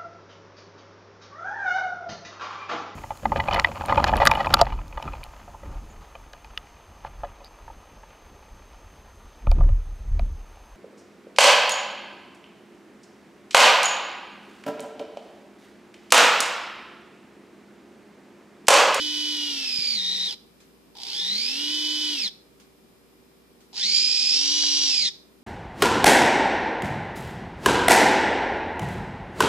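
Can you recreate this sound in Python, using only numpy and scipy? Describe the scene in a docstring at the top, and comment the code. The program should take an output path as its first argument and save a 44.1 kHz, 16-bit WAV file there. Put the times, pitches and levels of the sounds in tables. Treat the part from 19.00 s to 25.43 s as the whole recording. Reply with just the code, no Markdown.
"""First comes the high whine of a tiny geared winch over a kitchen counter. It lifts a light load twice,
then lowers it. Its motor is fed in pulses, so the whine flutters at part throttle and turns pure near
full speed. The teeth rattle in the gearbox, more so when lowering, and the load and the hand give soft
bumps. Behind it all are a few faint ticks, soft air noise and the hum of an appliance."""
import sys
import numpy as np
from scipy import signal
from scipy.fft import rfft, irfft, next_fast_len
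from scipy.io import wavfile

SR = 44100
rng = np.random.default_rng(int(sys.argv[2]) if len(sys.argv) > 2 else 0)


def generate_wav(signal):
    """Clip the signal to [-1, 1] and save it as 16-bit WAV at the path in sys.argv[1]."""
    frames = np.transpose(np.atleast_2d(signal))
    scaled = np.clip(frames, -1, 1) * 32767
    pcm = np.round(scaled).astype(np.int16)
    wavfile.write(sys.argv[1], SR, pcm)


N = 283563
TIME = np.arange(N) / SR
PADDED = next_fast_len(N + SR)
FREQS = np.maximum(np.fft.rfftfreq(PADDED, 1 / SR), 1)
PINION_TEETH, WHEEL_TEETH = 10, 61   # the small gear on the motor shaft, and the big one it drives
PULSE_HZ, FULL_SPEED_HZ = 61.2, 306   # supply pulses per second; shaft turns per second

# The hand turns the throttle for each lift. Each row: time in seconds, shaft turns per second.
FIRST_LIFT_SPEED = [(0, 299), (0.1, 299), (0.36, 295), (0.5, 288), (0.6, 270), (0.74, 247), (0.95, 224),
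                    (0.99, 191), (1.27, 192), (1.343, 126)]
SECOND_LIFT_SPEED = [(1.952, 30.02), (2.08, 129.4), (2.18, 173.8), (2.3, 193.5), (2.6, 286.4),
                     (2.73, 300.9), (3.03, 301.3), (3.14, 291.9), (3.22, 250.5), (3.287, 165)]
# The tone colour of the rattle when lifting. Each row: frequency in Hz, relative level in dB.
LIFT_RATTLE = [(220, -7.5), (400, -6.5), (850, -24.5), (1200, -21.5), (1700, -17.5), (2500, -11),
               (3400, 1.5), (4600, 10), (5800, -0.5), (7200, -12.5), (8500, -14), (10800, -23),
               (12300, -18), (14000, -39)]


def lifts():
    """Winding in twice: the load holds the teeth together, so the whine is clear and the rattle even."""
    sound = 0
    for run, ring_db, rattle_db in ((FIRST_LIFT_SPEED, -25.5, -33), (SECOND_LIFT_SPEED, -26, -32)):
        levels = gear_levels(speed_of(run), hum_db=-50, whine_db=-30.5, whine_slope=27.5,
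                             ring_db=ring_db, above_slope=39.5, rattle_db=rattle_db, rattle_slope=4.5)
        sound += winch(run, levels, LIFT_RATTLE, going_down=False,
                       rough=.2, slop=.076, looseness=.45, hiss_db=1.5)
    return sound


# The motor speed on the way down. Each row: time in seconds, shaft turns per second.
LOWERING_SPEED = [(4.73, 44.9), (4.77, 125.3), (4.86, 215.5), (4.96, 236.4), (5.13, 248.1), (5.3, 248.1),
                  (5.42, 281.3), (5.55, 293), (5.86, 286.8), (6, 235), (6.093, 176.1)]
# The tone colour of the rattle when lowering. Each row: frequency in Hz, relative level in dB.
LOWERING_RATTLE = [(220, -22.5), (400, -20), (850, -48.5), (1200, -35.5), (1700, -31), (2500, -20.5),
                   (3400, -12), (4600, 3), (5800, -8), (7200, -17.5), (8500, -25), (10800, -34.5),
                   (12300, -40), (14000, -60.5)]


def lowering():
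    """Letting the load down: the teeth run loose, so they screech more and rattle harder with speed."""
    levels = gear_levels(speed_of(LOWERING_SPEED), hum_db=-54, whine_db=-31.5, whine_slope=19,
                         ring_db=-28.5, above_slope=14, rattle_db=-25, rattle_slope=7.5)
    return winch(LOWERING_SPEED, levels, LOWERING_RATTLE, going_down=True,
                 rough=.22, slop=.22, looseness=1.7, hiss_db=.5)


def winch(run, levels, colour, going_down, rough, slop, looseness, hiss_db):
    """One run of the motor: the gears whine, rattle and hiss, and the unbalanced shaft hums."""
    start, stop, speed = run[0][0], run[-1][0], speed_of(run)
    hum_db, whine_db, octave_db, rattle_db = levels
    running = np.clip(np.minimum((TIME - start) / .0028 + 1, (stop - TIME) / .024 + .5), 0, 1)
    pulse_age = (TIME - start) * PULSE_HZ % 1   # goes from 0 to 1 between supply pulses
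    turns, load = shaft(speed, pulse_age)
    part_throttle = np.clip((FULL_SPEED_HZ - speed) / 70, .35, 1)
    singing = np.clip((speed - 80) / 60, 0, 1)   # very slow gears do not sing
    crawl = np.clip(1 - speed / 230, 0, 1)

    whine = from_db(whine_db) * gear_tone(turns, PINION_TEETH, rough, slop)
    whine += from_db(octave_db) * whine_octave(turns, part_throttle, looseness, rough, slop)
    whine += from_db(whine_db) * side_tones(turns, going_down, rough, slop)
    hum = from_db(hum_db) * gear_tone(turns, 1, rough=.06, slop=.015)
    tones = singing * (load * whine + hum)
    growl = bracket_growl(crawl)

    overtones = from_db(-9.5) * gear_tone(turns, 3 * PINION_TEETH, rough=.4, slop=.6)
    overtones += from_db(-15) * gear_tone(turns, 4 * PINION_TEETH, rough=.4, slop=.57)
    overtones *= singing * load * part_throttle
    force = running * from_db(rattle_db) * jolts(crawl, pulse_age)
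    rattle = coloured(force * (tooth_knocks(turns) + overtones), colour)
    hiss = coloured(force * rng.standard_normal((2, N)), colour)   # the teeth slide over each other
    return gear_colour(running * (tones + growl) + rattle, hiss, hiss_db)


def speed_of(run):
    """Shaft turns per second at every sample."""
    return np.interp(TIME, *np.transpose(run))


def shaft(speed, pulse_age, max_flutter_hz=11.5):
    """Turns made and load on the teeth: each pulse speeds the motor up, then it coasts until the next."""
    duty = np.clip((speed / FULL_SPEED_HZ) ** 3, .15, .85)   # share of the time the power is on
    sawtooth = 2 * np.minimum(pulse_age / duty, (1 - pulse_age) / (1 - duty)) - 1
    flutter = np.clip(.33 * (FULL_SPEED_HZ - speed), 0, max_flutter_hz) * sawtooth
    turns = np.cumsum(speed * (1 + .00331 * drift(150)) + flutter) / SR
    wheel_turns = turns * PINION_TEETH / WHEEL_TEETH
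    off_centre = 1 + .088 * np.sin(2 * np.pi * wheel_turns)
    return turns, (1 + .024 * flutter) * off_centre


def gear_tone(turns, per_turn, rough, slop):
    """A tone locked to the shaft. Play in the gears shakes its level (rough) and its timing (slop)."""
    return np.sqrt(2) * (1 + rough * drift(260)) * np.sin(2 * np.pi * per_turn * turns + slop * drift(520))


def whine_octave(turns, part_throttle, looseness, rough, slop):
    """The octave above the whine: a clean tone, strongest at part throttle, and a loose-tooth screech."""
    screech = gear_tone(turns, 2 * PINION_TEETH, rough=.2, slop=1.4)
    clean = gear_tone(turns, 2 * PINION_TEETH, rough, 2 * slop)
    return part_throttle * clean + looseness * screech


# Side tone pitches. Each row: multiple of the shaft rate, added multiple of the second gear's tooth rate.
SIDE_PITCHES = [(0, 2), (5, 0), (0, 4), (0, 5), (10, -1), (11, 0), (10, 1), (10, 2), (15, 0), (10, 4),
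                (10, 5)]
# Their levels against the whine. Each row: dB when lifting, dB when lowering.
SIDE_LEVELS = [(-31, -25), (-23, -26), (-24, -28), (-21, -22), (-20, -22), (-9, -7), (-9, -8), (-11, -2),
               (-15, -9), (-16, -8), (-22, -18)]


def side_tones(turns, going_down, rough, slop):
    """The wheel carries a second small gear, whose tooth rate mixes with the shaft rate into more tones."""
    second_gear = PINION_TEETH * PINION_TEETH / WHEEL_TEETH   # its teeth per turn of the motor
    tones = 0
    for (shaft_multiple, gear_multiple), (up_db, down_db) in zip(SIDE_PITCHES, SIDE_LEVELS):
        per_turn = shaft_multiple + gear_multiple * second_gear
        tones += from_db(down_db if going_down else up_db) * gear_tone(turns, per_turn, rough, slop)
    return tones


# The teeth briefly chatter harder on the way down.
# Each row: middle in seconds, extra level in dB, half length in seconds.
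TOOTH_CHATTERS = [(4.968, 4.5, 0.03), (5.36, 2, 0.032)]


def gear_levels(speed, hum_db, whine_db, whine_slope, ring_db, above_slope, rattle_db, rattle_slope):
    """Hum, whine, octave and rattle levels in dB follow the speed. Slopes are in dB per octave."""
    octaves = np.log2(speed / FULL_SPEED_HZ)
    chatter = sum(db * bell(TIME, middle, half_length) for middle, db, half_length in TOOTH_CHATTERS)
    whine = whine_db + whine_slope * octaves + 1.5 * bell(speed, 296, 15)   # a resonance near full speed
    octave = octave_level(speed, ring_db, above_slope)
    creep_loss = 5 * np.clip(1 - speed / 135, 0, 1)   # slow teeth barely touch
    rattle = rattle_db + rattle_slope * octaves - creep_loss
    return hum_level(speed, hum_db), whine, octave + chatter, rattle + chatter


def octave_level(speed, ring_db, above_slope, below_slope=37, low_hz=3997, high_hz=4590):
    """The whine's octave is loudest in the band where the gearbox rings, and fades on either side."""
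    hz = 2 * PINION_TEETH * speed
    below, above = np.maximum(np.log2([low_hz / hz, hz / high_hz]), 0)
    return ring_db - below_slope * below - above_slope * above


def hum_level(speed, base_db, db_per_octave=14):
    """The shaft's hum grows with speed and swells at two resonances of the mount."""
    swell_db = 11 * bell(speed, centre=296, width=37) + 12 * bell(speed, centre=206, width=22)
    return base_db + db_per_octave * np.log2(speed / FULL_SPEED_HZ) + swell_db


def tooth_knocks(turns, chance=.92, pinion_share=.47):
    """One knock per tooth. Its strength is partly random and partly repeats as each gear comes round."""
    teeth = turns * PINION_TEETH
    at = np.flatnonzero(np.diff(np.floor(teeth)))   # the sample just before each knock
    tooth, step = teeth[at + 1].astype(int), teeth[at + 1] - teeth[at]
    wheel, pinion = rng.standard_normal(WHEEL_TEETH), rng.standard_normal(PINION_TEETH)
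    force = (wheel - wheel.mean())[tooth % WHEEL_TEETH]
    force += pinion_share * rms_one(pinion - pinion.mean())[tooth % PINION_TEETH]
    force += chance * rng.standard_normal(N)[tooth]
    force = rms_one(force) / np.sqrt(step)
    late = (tooth - teeth[at]) / step   # knocks fall between samples
    return rms_one(np.bincount(at, force * (1 - late), N) + np.bincount(at + 1, force * late, N))


def jolts(crawl, pulse_age, strength=2.4, decay=3.3):
    """At a crawl, each supply pulse throws the gears across their slack, so the rattle throbs."""
    return 1 + strength * crawl * (np.exp(-decay * pulse_age) - 1 / decay)


def bracket_growl(crawl):
    """The bracket growls softly while the motor crawls."""
    return from_db(-55) * np.sqrt(crawl) * rms_one(band(rng.standard_normal(N), 685, 1026))


# Peaks and dips in the tone colour of the gear sound. Each row: frequency in Hz, width in Hz, gain in dB.
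GEAR_PEAKS_AND_DIPS = [(563, 122, -5.5), (885, 290, 10.5), (1080, 720, -7.5), (2670, 150, 2.5),
                       (2780, 106, -14.5), (3430, 44, 2), (4100, 53, 12.5), (4180, 280, -9.5),
                       (3860, 31, 4), (4610, 170, -2), (5170, 96, 2), (5000, 30, 7), (5380, 24, 10.5),
                       (7140, 300, 5)]
# Which side is louder. Each row: frequency in Hz, left minus right in dB.
STEREO_BALANCE = [(300, 0.5), (850, 2.5), (1230, -4.5), (2400, 3.5), (3000, -4), (3500, -0.5), (3800, 3),
                  (4300, -2.5), (4900, -7.5), (5400, -4.5), (6000, 2.5), (7200, 1), (9000, 4.5),
                  (12000, 5.5)]
# Which side the gear sound reaches first. Each row: frequency in Hz, lead of the left in radians.
STEREO_LEAD = [(860, 0), (1460, -1.5), (2240, -.1), (3010, -.5), (3900, -1.4), (4820, -2.2), (5900, -1.5),
               (7000, -.8), (8400, -1.7)]
# Extra colour for the hiss of the sliding teeth. 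Each row: frequency in Hz, relative gain in dB.
SLIDING_HISS = [(300, -6.5), (1200, 9.5), (3000, 7), (5500, -11.5), (9000, 2.5)]


def gear_colour(gears, hiss, hiss_db):
    """Tones swell and fade as they glide over peaks and dips, and reach each ear by a different path."""
    colour_db = sum(db / (1 + (2 * (FREQS - hz) / width) ** 2) for hz, width, db in GEAR_PEAKS_AND_DIPS)
    sides = np.array([[.5], [-.5]])
    pan = from_db(sides * at_hz(STEREO_BALANCE))
    path = from_db(colour_db) * pan / np.sqrt(np.mean(pan ** 2, axis=0))
    gear_path = path * np.exp(1j * sides * at_hz(STEREO_LEAD))
    hiss_path = path * from_db(at_hz(SLIDING_HISS) + hiss_db)
    return filtered(gears, gear_path) + filtered(hiss, hiss_path)


# Soft bumps. Each row: start in seconds, level in dB, pitch in Hz, seconds to fade by 60 dB.
LOAD_BUMPS = [(0.789, -32.5, 179, 0.029), (5.635, -31, 720, 0.014), (5.636, -31.5, 1630, 0.018)]


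def bumps():
    """The swinging load and the hand make bumps that ring very briefly."""
    sound = np.zeros(N)
    for start, level_db, hz, fade_s in LOAD_BUMPS:
        age = np.clip(TIME - start, 0, 10 * fade_s)
        sound += from_db(level_db - 60 * age / fade_s) * np.sin(2 * np.pi * hz * age)
    return sound


# Faint ticks between the runs. Each row: start in seconds, level in dB.
FAINT_TICKS = [(1.603, -56), (3.599, -55), (4.605, -58.5)]


def ticks(fade_s=.31):
    """Small, blurred ticks, each a burst of noise that dies away."""
    level = sum((TIME >= start) * from_db(db - 60 * np.abs(TIME - start) / fade_s)
                for start, db in FAINT_TICKS)
    return level * rms_one(band(rng.standard_normal((2, N)), 900, 7000))


def kitchen_echo(sound):
    """Quick scatter from the counter and a plastic tub, then the short tail of the room."""
    t, response = TIME[:SR], 0
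    for level_db, fade_s in ((-15, .08), (-16, .4)):
        echoes = rng.standard_normal((2, SR)) * from_db(-60 * t / fade_s) * (t > .002)
        response += from_db(level_db) * rms_one(echoes) / np.sqrt(SR)
    return filtered(sound, rfft(band(response, 400, 10000), PADDED))


# The tone colour of the room's air. Each row: frequency in Hz, relative level in dB.
AIR_COLOUR = [(15, -62.5), (25, -23.5), (49, -18.5), (152, -6), (227, 0.5), (259, -0.5), (386, -4.5),
              (856, -15.5), (1120, -15.5), (1460, -19), (4940, -23.5), (6110, -27.5), (14300, -26.5)]
# How alike the air sounds left and right. Each row: frequency in Hz, likeness from 0 to 1.
AIR_STEREO = [(60, 0.22), (230, 0.46), (910, 0.1), (3550, 0.024), (13800, 0.033)]


def room_air():
    """Soft, wide noise fills the quiet room."""
    alike = at_hz(AIR_STEREO)
    middle, side = rng.standard_normal((2, N))
    spread = filtered(side, np.sqrt((1 - alike) / (1 + alike))) * [[1], [-1]]
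    return from_db(-58.5) * coloured(.98 * middle + spread, AIR_COLOUR)


# The tones of the appliance. Each row: pitch in Hz, level in dB.
APPLIANCE_TONES = [(59.2, -72), (118.4, -82), (178, -77), (236.9, -77), (387.6, -66), (473.7, -72.5),
                   (2374, -81), (5098, -80)]


def appliance_hum():
    """An appliance hums in steady tones that waver very slightly."""
    return sum(from_db(db) * np.sqrt(2) * np.sin(2 * np.pi * hz * TIME + .12 * drift(9.3))
               for hz, db in APPLIANCE_TONES)


def from_db(db):
    """Turn decibels into a gain."""
    return 10 ** (np.asarray(db) / 20)


def rms_one(x):
    """Scale a signal to an average power of 1."""
    return x / np.sqrt(np.mean(x ** 2) + 1e-20)


def bell(x, centre, width):
    """A smooth hump of height 1."""
    return np.exp(-((x - centre) / width) ** 2)


def drift(rate):
    """A random wander of size about 1 that turns `rate` times a second."""
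    return rms_one(np.interp(TIME * rate, np.arange(N), rng.standard_normal(N)))


def at_hz(points):
    """Join a table's rows into a curve over all frequencies, with octaves evenly spaced."""
    hz, values = np.transpose(points)
    return np.interp(np.log(FREQS), np.log(hz), values)


def filtered(x, response):
    """Give each frequency its own gain."""
    return irfft(rfft(x, PADDED) * response, PADDED)[..., :N]


def band(x, low_hz, high_hz):
    """Gently keep what lies between two frequencies."""
    return signal.sosfilt(signal.butter(2, [low_hz, high_hz], "band", fs=SR, output="sos"), x)


def coloured(x, colour):
    """Give white noise a tone colour at the same power; nothing passes far below the first row."""
    gain = from_db(at_hz(colour)) / np.hypot(1, (colour[0][0] / FREQS) ** 4)
    return filtered(x, rms_one(gain))


def scene():
    """Two lifts and one lowering in the quiet kitchen."""
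    near = lifts() + lowering() + bumps()
    return near + kitchen_echo(near) + ticks() + room_air() + appliance_hum()


def record(dry, cutoff_hz=14400):
    """The highest treble is cut off steeply."""
    return signal.sosfilt(signal.ellip(10, .1, 80, cutoff_hz, fs=SR, output="sos"), dry)


dry = scene()
out = record(dry)
generate_wav(out)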